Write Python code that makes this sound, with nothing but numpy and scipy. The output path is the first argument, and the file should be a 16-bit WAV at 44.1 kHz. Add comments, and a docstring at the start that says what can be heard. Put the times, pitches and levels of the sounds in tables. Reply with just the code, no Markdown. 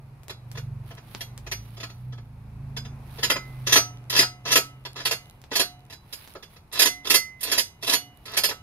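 """Light clinks come first: a loose handle finds its hole in the base of a small cast iron stove.
A hand screws it in; each turn is a grip, a swelling grind, a catch and a closing knock.
Impact and stick-slip friction excite the modes of the iron, and the bowl rings on.
Sleeves rustle on the bubble wrap under the stove, and the film snaps in dry ticks.
Behind it lie soft room noise and the harmonics of an engine, droning faintly through the wall."""
import sys
import numpy as np
from scipy import signal
from scipy.fft import rfft, irfft
from scipy.io import wavfile

SR = 44100
rng = np.random.default_rng(int(sys.argv[2]) if len(sys.argv) > 2 else 0)


def store_wav(level_fs):
    """Save 16-bit WAV to argv[1]."""
    pcm = np.round(np.clip(np.atleast_2d(level_fs), -1, 1) * 32767)
    wavfile.write(sys.argv[1], SR, pcm.T.astype(np.int16))


N = 380141
SIZE = 32768  # samples in one contact's sound
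HZ, AGE, TIME = np.fft.rfftfreq(SIZE, 1 / SR), np.arange(SIZE) / SR, np.arange(N) / SR
RIGHT_LAG_S = .00008  # the iron's sound reaches the right side later
CLINK_CONTACT_S = .011  # how long the faces chatter in a clink

# normal modes of bowl, base and handle: (frequency [Hz], relative energy [dB], t60 [s])
IRON_MODES = [(283.0, -38, .9), (381, -22, .1), (724, -30, .65), (1303, -24, .38), (2045, -28, .55),
              (2519, -22, .12), (2725, -17, .16), (2929, -31, .6), (3284, -20, .13), (3472, -18, .16),
              (3960, -22, .3), (4414, -11, .18), (4958, -13, .19), (5003, -15, .18), (5955, -14, .23),
              (6315, -24, .26), (6772, -17, .13), (7228, -28, .22), (7830, -31, .24), (8597, -30, .2),
              (9050, -31, .22), (9980, -28, .2), (10440, -28, .13), (11466, -28, .17), (11850, -25, .11),
              (12236, -24, .11), (13168, -29, .14)]
# turns of the handle: (grip time [s], catch time [s], stop time [s], grip level [dB], grind level [dB],
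# catch level [dB], stop level [dB], grip hardness [dB], stop's extra thud [dB],
# catch's favoured mode [Hz], stop's favoured mode [Hz], that mode's relative share [dB])
TURNS = [(3.1824, 3.2305, 3.2990, -40, -43, -18, -17, -2.5, 6.5, 4958, 2045, -9),
         (3.668, 3.7224, 3.7570, -21.5, -25.5, -12, -11.5, 0.5, 9, 5955, 5955, -6.5),
         (4.098, 4.163, 4.1900, -26, -25, -16.5, -13, 10.5, 3, 4958, 4958, 3.5),
         (4.4526, 4.5158, 4.5560, -30, -28.5, -15.5, -12, -4, 7.5, 5955, 4970, -11),
         (4.9584, 5.0517, 5.1104, -36, -38.5, -19, -21, -1, 2.5, 4414, 5003, -16),
         (5.514, 5.5533, 5.5960, -33, -31.5, -19.5, -17.5, -7.5, 4.5, 4414, 3284, -5),
         (6.725, 6.792, 6.8534, -37, -30, -14.5, -16.5, 16.5, 3, 4958, 2045, -6.5),
         (7.0492, 7.0995, 7.1400, -34, -28.5, -15, -13, 1, 2.5, 4414, 2045, -5.5),
         (7.407, 7.5165, 7.5780, -39, -31, -19.5, -16.5, 20.5, 0, 5003, 5003, -5),
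         (7.826, 7.9208, 7.9325, -31, -23.5, -22.5, -17, 1.5, 1, 4414, 2929, -15.5),
         (8.2546, 8.3675, 8.4356, -39.5, -40, -18, -17.5, 7, 0, 4414, 5003, 2)]


def amp(db):
    """Decibels to amplitude ratio."""
    return 10 ** (np.asarray(db) / 20)


def unit_rms(x):
    """Normalises to rms 1."""
    return x / np.sqrt(np.mean(x ** 2) + 1e-20)


def unit_energy(x):
    """Normalises to energy 1 in each channel."""
    return x / np.sqrt(np.sum(x ** 2, -1, keepdims=True) + 1e-20)


def gain_at(spectrum, hz):
    """Frequency response: a table's gain, interpolated over log frequency."""
    knots_hz, db = np.transpose(spectrum)
    return amp(np.interp(np.log(hz + 1), np.log(knots_hz), db))


def curve(rows, column=1):
    """Linear interpolation of one column of a time table at every sample."""
    rows = np.asarray(rows)
    return np.interp(TIME, rows[:, 0], rows[:, column])


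def coloured(x, spectrum):
    """Zero-phase filtering by a spectrum table."""
    return irfft(rfft(x) * gain_at(spectrum, np.fft.rfftfreq(x.shape[-1], 1 / SR)), x.shape[-1])


def decay(t60):
    """Exponential damping by 60 dB in t60 seconds."""
    return np.exp(-np.log(1000) * AGE / max(t60, 1e-4))


def swell(middle_s, half_s):
    """Gaussian envelope of height 1."""
    return np.exp(-((TIME - middle_s) / half_s) ** 2)


def add(mix, s, sound):
    """Superposes a stereo sound on the mix at time s."""
    part = mix[:, max(round(s * SR), 0):][:, :sound.shape[1]]
    part += sound[:, :part.shape[1]]


def room_noise(gain_db=-6.5, coherent_hz=950, bass_hz=230, bass_follow=.37):
    """Diffuse field: left and right are coherent in the bass, which swells less than the middle range."""
    # room spectrum: (frequency [Hz], relative density [dB])
    spectrum = [(12, -44.5), (20, -4), (116, 4), (252, -10), (404, -11.5), (491, -15.5), (881, -11.5),
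                (1720, -23), (2540, -22), (3080, -33.5), (4310, -32), (7310, -39), (11700, -35),
                (15500, -53.5)]
    # swell of the 400-1200 Hz band: (time [s], relative level [dB])
    levels = [(0, -56), (1.2, -52), (2.2, -57.5), (2.9, -50), (3.5, -49), (4.4, -55.5), (5.8, -56.5),
              (6.65, -58), (8.62, -56)]
    hz, db = np.fft.rfftfreq(N, 1 / SR), curve(levels)
    left, other = rfft(rng.standard_normal((2, N))) * gain_at(spectrum, hz)
    coherence = .98 / (1 + (hz / coherent_hz) ** 2)
    field = np.array([left, coherence * left + np.sqrt(1 - coherence ** 2) * other])
    field /= np.std(irfft(field * ((hz > 400) & (hz < 1200)), N))
    bass = 1 / (1 + (hz / bass_hz) ** 4)
    rumble = irfft(field * bass, N) * amp(db.mean() + bass_follow * (db - db.mean()))
    hiss = irfft(field * (1 - bass), N) * amp(db)
    return amp(gain_db) * (rumble + hiss)


def engine(waver_db=3, orders=10):
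    """Wall transmission: harmonics of the firing rate get in; those near the room's resonance boom."""
    # the engine revs, pulls away and fades: (time [s], firing rate [Hz], relative level [dB])
    running = [(0, 22, -44), (.42, 24.4, -41.5), (.58, 23.5, -30), (.88, 22.3, -33.5), (1.02, 23.7, -44),
               (1.25, 23.6, -39), (1.6, 28, -34), (1.95, 30, -40), (2.1, 31.7, -35), (2.3, 26.8, -38.5),
               (2.8, 26.9, -32.5), (3.42, 26.2, -41), (3.64, 25.4, -32), (3.9, 24, -41.5), (4.6, 25.8, -45),
               (6.4, 26.6, -63.5), (8.62, 25.4, -62)]
    # response of wall and room: (frequency [Hz], gain [dB])
    wall = [(26, -21), (52, -7.5), (79, -14.5), (104, -11), (128, 4), (146, -11.5), (160, -27.5),
            (184, -18), (209, -18), (238, -20), (270, -27)]
    firing_hz = curve(running)
    cycles = np.cumsum(firing_hz) / SR
    load_db = -5.5 + 7.5 * swell(2.85, .71)  # pulling away lifts the orders outside the boom
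    knots_s, drone = np.linspace(0, TIME[-1], 60), np.zeros(N)
    for order in range(1, orders + 1):
        booming = order in (4, 5, 6)
        waver = np.interp(TIME, knots_s, rng.standard_normal(len(knots_s)))
        phase = 0 if booming else rng.random()
        gain = gain_at(wall, order * firing_hz) * amp(waver_db * waver + (0 if booming else load_db))
        drone += gain * np.cos(2 * np.pi * (order * cycles + phase))
    return np.sqrt(2) * drone * amp(curve(running, column=2) - 4.5) * amp([[-.7], [.7]])


def wrap_rustle(crinkles_per_s=700, crinkle_t60=.005, crinkle_depth=1.5, resting_db=-70, pan_db=-4.5):
    """Friction noise: sleeves and hands slide on plastic film, and crinkles modulate the hiss."""
    # the film's hiss: (frequency [Hz], relative level [dB])
    spectrum = [(210, -17.5), (910, 1), (4100, -0.5), (7600, -17.5), (10100, -2.5), (12400, -2),
                (14100, -9.5), (16100, 0)]
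    # sliding strokes: (middle time [s], half length [s], level [dB])
    slides = [(.58, 0.064, -57), (.9, 0.046, -54.5), (1.16, 0.097, -50.5), (1.74, 0.26, -57.5),
              (3.22, .12, -47), (3.6, 0.26, -57), (5.15, 0.24, -63.5), (6.23, 0.12, -49),
              (6.54, 0.039, -54.5), (8.3, 0.14, -64.5)]
    crinkles = (rng.random(N) < crinkles_per_s / SR) * rng.exponential(1, N)
    grain = signal.oaconvolve(crinkles, decay(crinkle_t60))[:N]
    rough_noise = rng.standard_normal((2, N)) * (1 + crinkle_depth * np.tanh(grain))
    hiss = unit_rms(coloured(rough_noise, spectrum))
    sliding = amp(resting_db) + sum(amp(db) * swell(s, half_s) for s, half_s, db in slides)
    return hiss * sliding * amp([[pan_db / 2], [-pan_db / 2]])


def wrap_snaps(snap_t60=.00075, echo_db=-23, echo_t60=.13):
    """Impulsive sources: each snap of the film is a broadband burst with a faint reverberant tail."""
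    # snaps of the bubble wrap: (time [s], peak level [dB], relative treble [dB])
    snaps = [(.234, -30.5, 7), (.283, -20.5, 2), (.516, -20, 6), (.952, -26, 10), (1.149, -13, -18),
             (1.378, -19.5, 1), (5.417, -29, 4.5), (5.44, -29.5, -9), (6.276, -26, 3)]
    out = np.zeros((2, N))
    for s, db, treble_db in snaps:
        spectrum = [(210, 20), (1600, 8.6), (5100, 8.7), (11500, treble_db)]
        snap = coloured(rng.standard_normal((2, SIZE)), spectrum)
        snap *= decay(snap_t60) + amp(echo_db) * decay(echo_t60)
        add(out, s, amp(db) * snap / abs(snap).max())
    return out


def mode(hz, t60, scatter_cycles=.25):
    """Damped oscillator: one mode, its phase on the right shifted by the lag and a random scatter."""
    phase = rng.random()
    lag_cycles = hz * RIGHT_LAG_S + scatter_cycles * (2 * rng.random() - 1)
    return unit_energy(np.sin(2 * np.pi * (hz * AGE + phase - np.array([[0], [lag_cycles]]))) * decay(t60))


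def iron_response(dense_t60=.067, room_t60=.23, room_db=-15, modes_db=1, coherent_hz=1000):
    """Modal superposition: the spectrum of one tap, with dense overtones, room tail and clear modes."""
    # dense, quickly dying overtones of the castings: (frequency [Hz], relative level [dB])
    overtones = [(61, -19.5), (210, 3), (610, 7), (1010, 2), (1610, 7), (3210, 8.5), (5310, 6), (6810, 0),
                 (7710, -6.5), (8810, -9.5), (9610, -5.5), (11410, -7.5), (12310, -4), (13610, -18),
                 (15510, -19)]
    left, other = rfft(rng.standard_normal((2, SIZE)))
    coherence = .3 + .68 / (1 + (HZ / coherent_hz) ** 4)
    right = coherence * left * np.exp(-2j * np.pi * HZ * RIGHT_LAG_S) + np.sqrt(1 - coherence ** 2) * other
    dense = irfft(np.array([left, right]) * gain_at(overtones, HZ))
    dense = unit_energy(dense * (decay(dense_t60) + amp(room_db) * decay(room_t60)))
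    clear = sum(amp(db) * mode(hz, t60) for hz, db, t60 in IRON_MODES)
    return rfft(dense + amp(modes_db) * clear)


def at_random_spot(iron, spread_db=1.28, step_hz=447):
    """Driving-point dependence: each spot of contact lifts some bands and drops others."""
    knots_hz = np.arange(0, SR / 2, step_hz)
    return iron * amp(spread_db * np.interp(HZ, knots_hz, rng.standard_normal(200)[:len(knots_hz)]))


def voicing(s, db, hardness_db, firm_db=-17):
    """Hardness and directivity: harder blows trade thud for sparkle; the treble depends on position."""
    # the listener rises over the bowl: (time [s], treble left minus right [dB], treble lift [dB])
    directivity = [(0, -5, 5), (2.8, -5, -5), (4.15, -3, -4), (4.55, -4, -2), (5.6, -9, 2),
                   (6.8, -11.5, 2.5), (8.62, -8.5, 4)]
    times, pans_db, lifts_db = np.transpose(directivity)
    tilt_db = .5 * (db - firm_db) + hardness_db
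    thud_db = -12.5 - tilt_db
    sparkle_db = -6.5 + tilt_db + np.interp(s, times, lifts_db)
    return thud_db, sparkle_db, np.interp(s, times, pans_db)


def excite(iron, force, thud_db, sparkle_db, pan_db, low_hz=1650, high_hz=8100):
    """Forced vibration: a contact force drives the iron; three bands each get a level and a direction."""
    driven = iron * rfft(force, SIZE)
    low = 1 / (1 + (HZ / low_hz) ** 6)
    high = 1 / (1 + (high_hz / (HZ + 1)) ** 12)
    bands = (low, thud_db, -1), (1 - low - high, 0, .52 * pan_db), (high, sparkle_db, pan_db)
    spectrum = 0
    for band, db, left_db in bands:
        part = driven * band
        balance = unit_rms(amp([[left_db], [0]]))
        spectrum = spectrum + amp(db) * balance * part / np.linalg.norm(part, axis=1, keepdims=True)
    return irfft(spectrum) * np.sqrt(SIZE / 2)


def thread_grind(iron, slips_per_s=400, spread_db=6, slope_db_per_s=96, creep_s=.022):
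    """Stick-slip friction: rough threads tap iron and handle, swelling up to the catch, then easing."""
    # the handle's modes, damped by the fingers: (frequency [Hz], share [dB], t60 [s])
    handle_modes = [(3490, -6.5, 0.059), (3930, -9, .05), (4870, -9.5, .06)]
    out = np.zeros((2, N))
    for grip, catch, stop, _, db, *_ in TURNS:
        start = grip - creep_s  # the threads rub before the grip clicks
        onset = np.minimum(AGE / (2 * creep_s), 1) ** 2
        pressure = amp(-slope_db_per_s * abs(start + AGE - catch)) * onset * (AGE < stop - start)
        slips = (rng.random(SIZE) < slips_per_s / SR) * rng.choice([-1, 1], SIZE)
        force = slips * amp(spread_db * np.minimum(rng.exponential(1, SIZE), 3)) * pressure
        grind = excite(at_random_spot(iron), force, *voicing(grip, db, hardness_db=.5))
        rattle = sum(amp(share_db) * unit_energy(irfft(rfft(force) * rfft(mode(hz, t60))))
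                     for hz, share_db, t60 in handle_modes)
        add(out, start, amp(db) * np.linalg.norm(pressure) * (grind + rattle))
    return out


def impacts(rebound_s=.012, rebound_db=-5, rebound_hardness_db=2.5, catch_hardness_db=.5):
    """Inelastic collisions: lone clinks, then each grip, catch and stop; the last two rebound once."""
    # the loose handle taps the iron: (time [s], level [dB], hardness [dB], favoured mode [Hz])
    clinks = [(0.2954, -35, -0.5, 3472), (.5488, -47, -1, 3472), (0.573, -37.5, -1, 3472),
              (0.906, -47.5, -2, 3284), (0.9716, -48.5, 0.5, 3284), (1.207, -31, 5, 3284),
              (1.4647, -39, 0.5, 2519), (1.5139, -26, 2.5, 5955), (1.769, -45, 2.5, 3472),
              (1.8004, -37.5, 3, 3472), (1.831, -33.5, 0, 4414), (1.895, -46.5, 5, 3472),
              (2.1228, -49, 2, 3472), (2.176, -54, 0.5, 3472), (2.765, -30.5, 3.5, 3472),
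              (2.8502, -43.5, 5, 3472), (3.3564, -30, -8, 2519), (4.223, -20.5, -4, 4958),
              (4.8516, -33, -0.5, 3472), (5.899, -43, 8, 3960), (5.9242, -40, 6.5, 3960),
              (6.1263, -33.5, 10.5, 5003), (6.3509, -47, -8.5, 381), (6.4255, -42, 5.5, 3472),
              (6.5603, -51, 6.5, 3472), (6.818, -13, -0.5, 5003), (7.4314, -26.5, 11.5, 5003),
              (7.8786, -29, -2, 5003), (8.335, -36, 2, 3472), (8.4877, -26.5, -0.5, 5003),
              (8.5092, -33.5, -6, 2725)]
    # (favoured mode's relative share [dB], contact time [s]); the catch is edge on edge
    light_touch, edge_touch = (-5, CLINK_CONTACT_S), (-3, .012)
    stop_contact_s = .0087
    for s, db, hardness_db, hz in clinks:
        yield s, db, hardness_db, 0, hz, *light_touch
    for (grip, catch, stop, grip_db, _, catch_db, stop_db,
         grip_hardness_db, thud_db, catch_hz, stop_hz, share_db) in TURNS:
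        yield grip, grip_db, grip_hardness_db, 0, catch_hz, *light_touch
        yield catch, catch_db, catch_hardness_db, 0, catch_hz, *edge_touch
        yield stop, stop_db, 0, thud_db, stop_hz, share_db, stop_contact_s
        for s, db, low_db in ((catch, catch_db, 0), (stop, stop_db, thud_db)):
            yield s + rebound_s, db + rebound_db, rebound_hardness_db, low_db, catch_hz, *edge_touch


def handle_knocks(iron, bounces_per_s=3000, first_touch=.67, note_db=-3, note_rise_s=.001):
    """Impact excitation: milliseconds of tiny bounces drive the iron, and one favoured mode rings out."""
    out, modes = np.zeros((2, N)), np.array(IRON_MODES)
    for s, db, hardness_db, extra_thud_db, favoured_hz, share_db, contact_s in impacts():
        thud_db, sparkle_db, pan_db = voicing(s, db, hardness_db)
        bounces = rng.standard_normal(SIZE) * (rng.random(SIZE) < bounces_per_s / SR) + (AGE == 0)
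        build_up = first_touch + (1 - first_touch) * AGE / contact_s
        force = bounces * build_up * np.exp(-(AGE / contact_s) ** 4)
        hz, _, t60 = modes[np.argmin(abs(modes[:, 0] - favoured_hz))]  # the nearest mode takes the blow
        ringing = unit_energy(mode(hz, t60) * (1 - np.exp(-AGE / note_rise_s)))
        note = amp(share_db + note_db) * unit_rms(amp([[pan_db / 2], [0]])) * ringing
        body = excite(at_random_spot(iron), force, thud_db + extra_thud_db, sparkle_db, pan_db)
        add(out, s, amp(db) * np.sqrt(CLINK_CONTACT_S * SR) * (body + note))
    return out


def scene():
    """Superposition: the stove close by, over the wrap, the engine and the room."""
    iron = iron_response()
    stove = handle_knocks(iron) + thread_grind(iron)
    return stove + wrap_rustle() + wrap_snaps() + engine() + room_noise()


def record(dry):
    """Clipping at full scale, then band limiting by a low-pass at 15.6 kHz."""
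    low_pass = signal.firwin(255, 15600, window=("kaiser", 8), fs=SR)
    return signal.oaconvolve(np.clip(dry, -1, 1), low_pass[None], "same")


dry = scene()
out = record(dry)
store_wav(out)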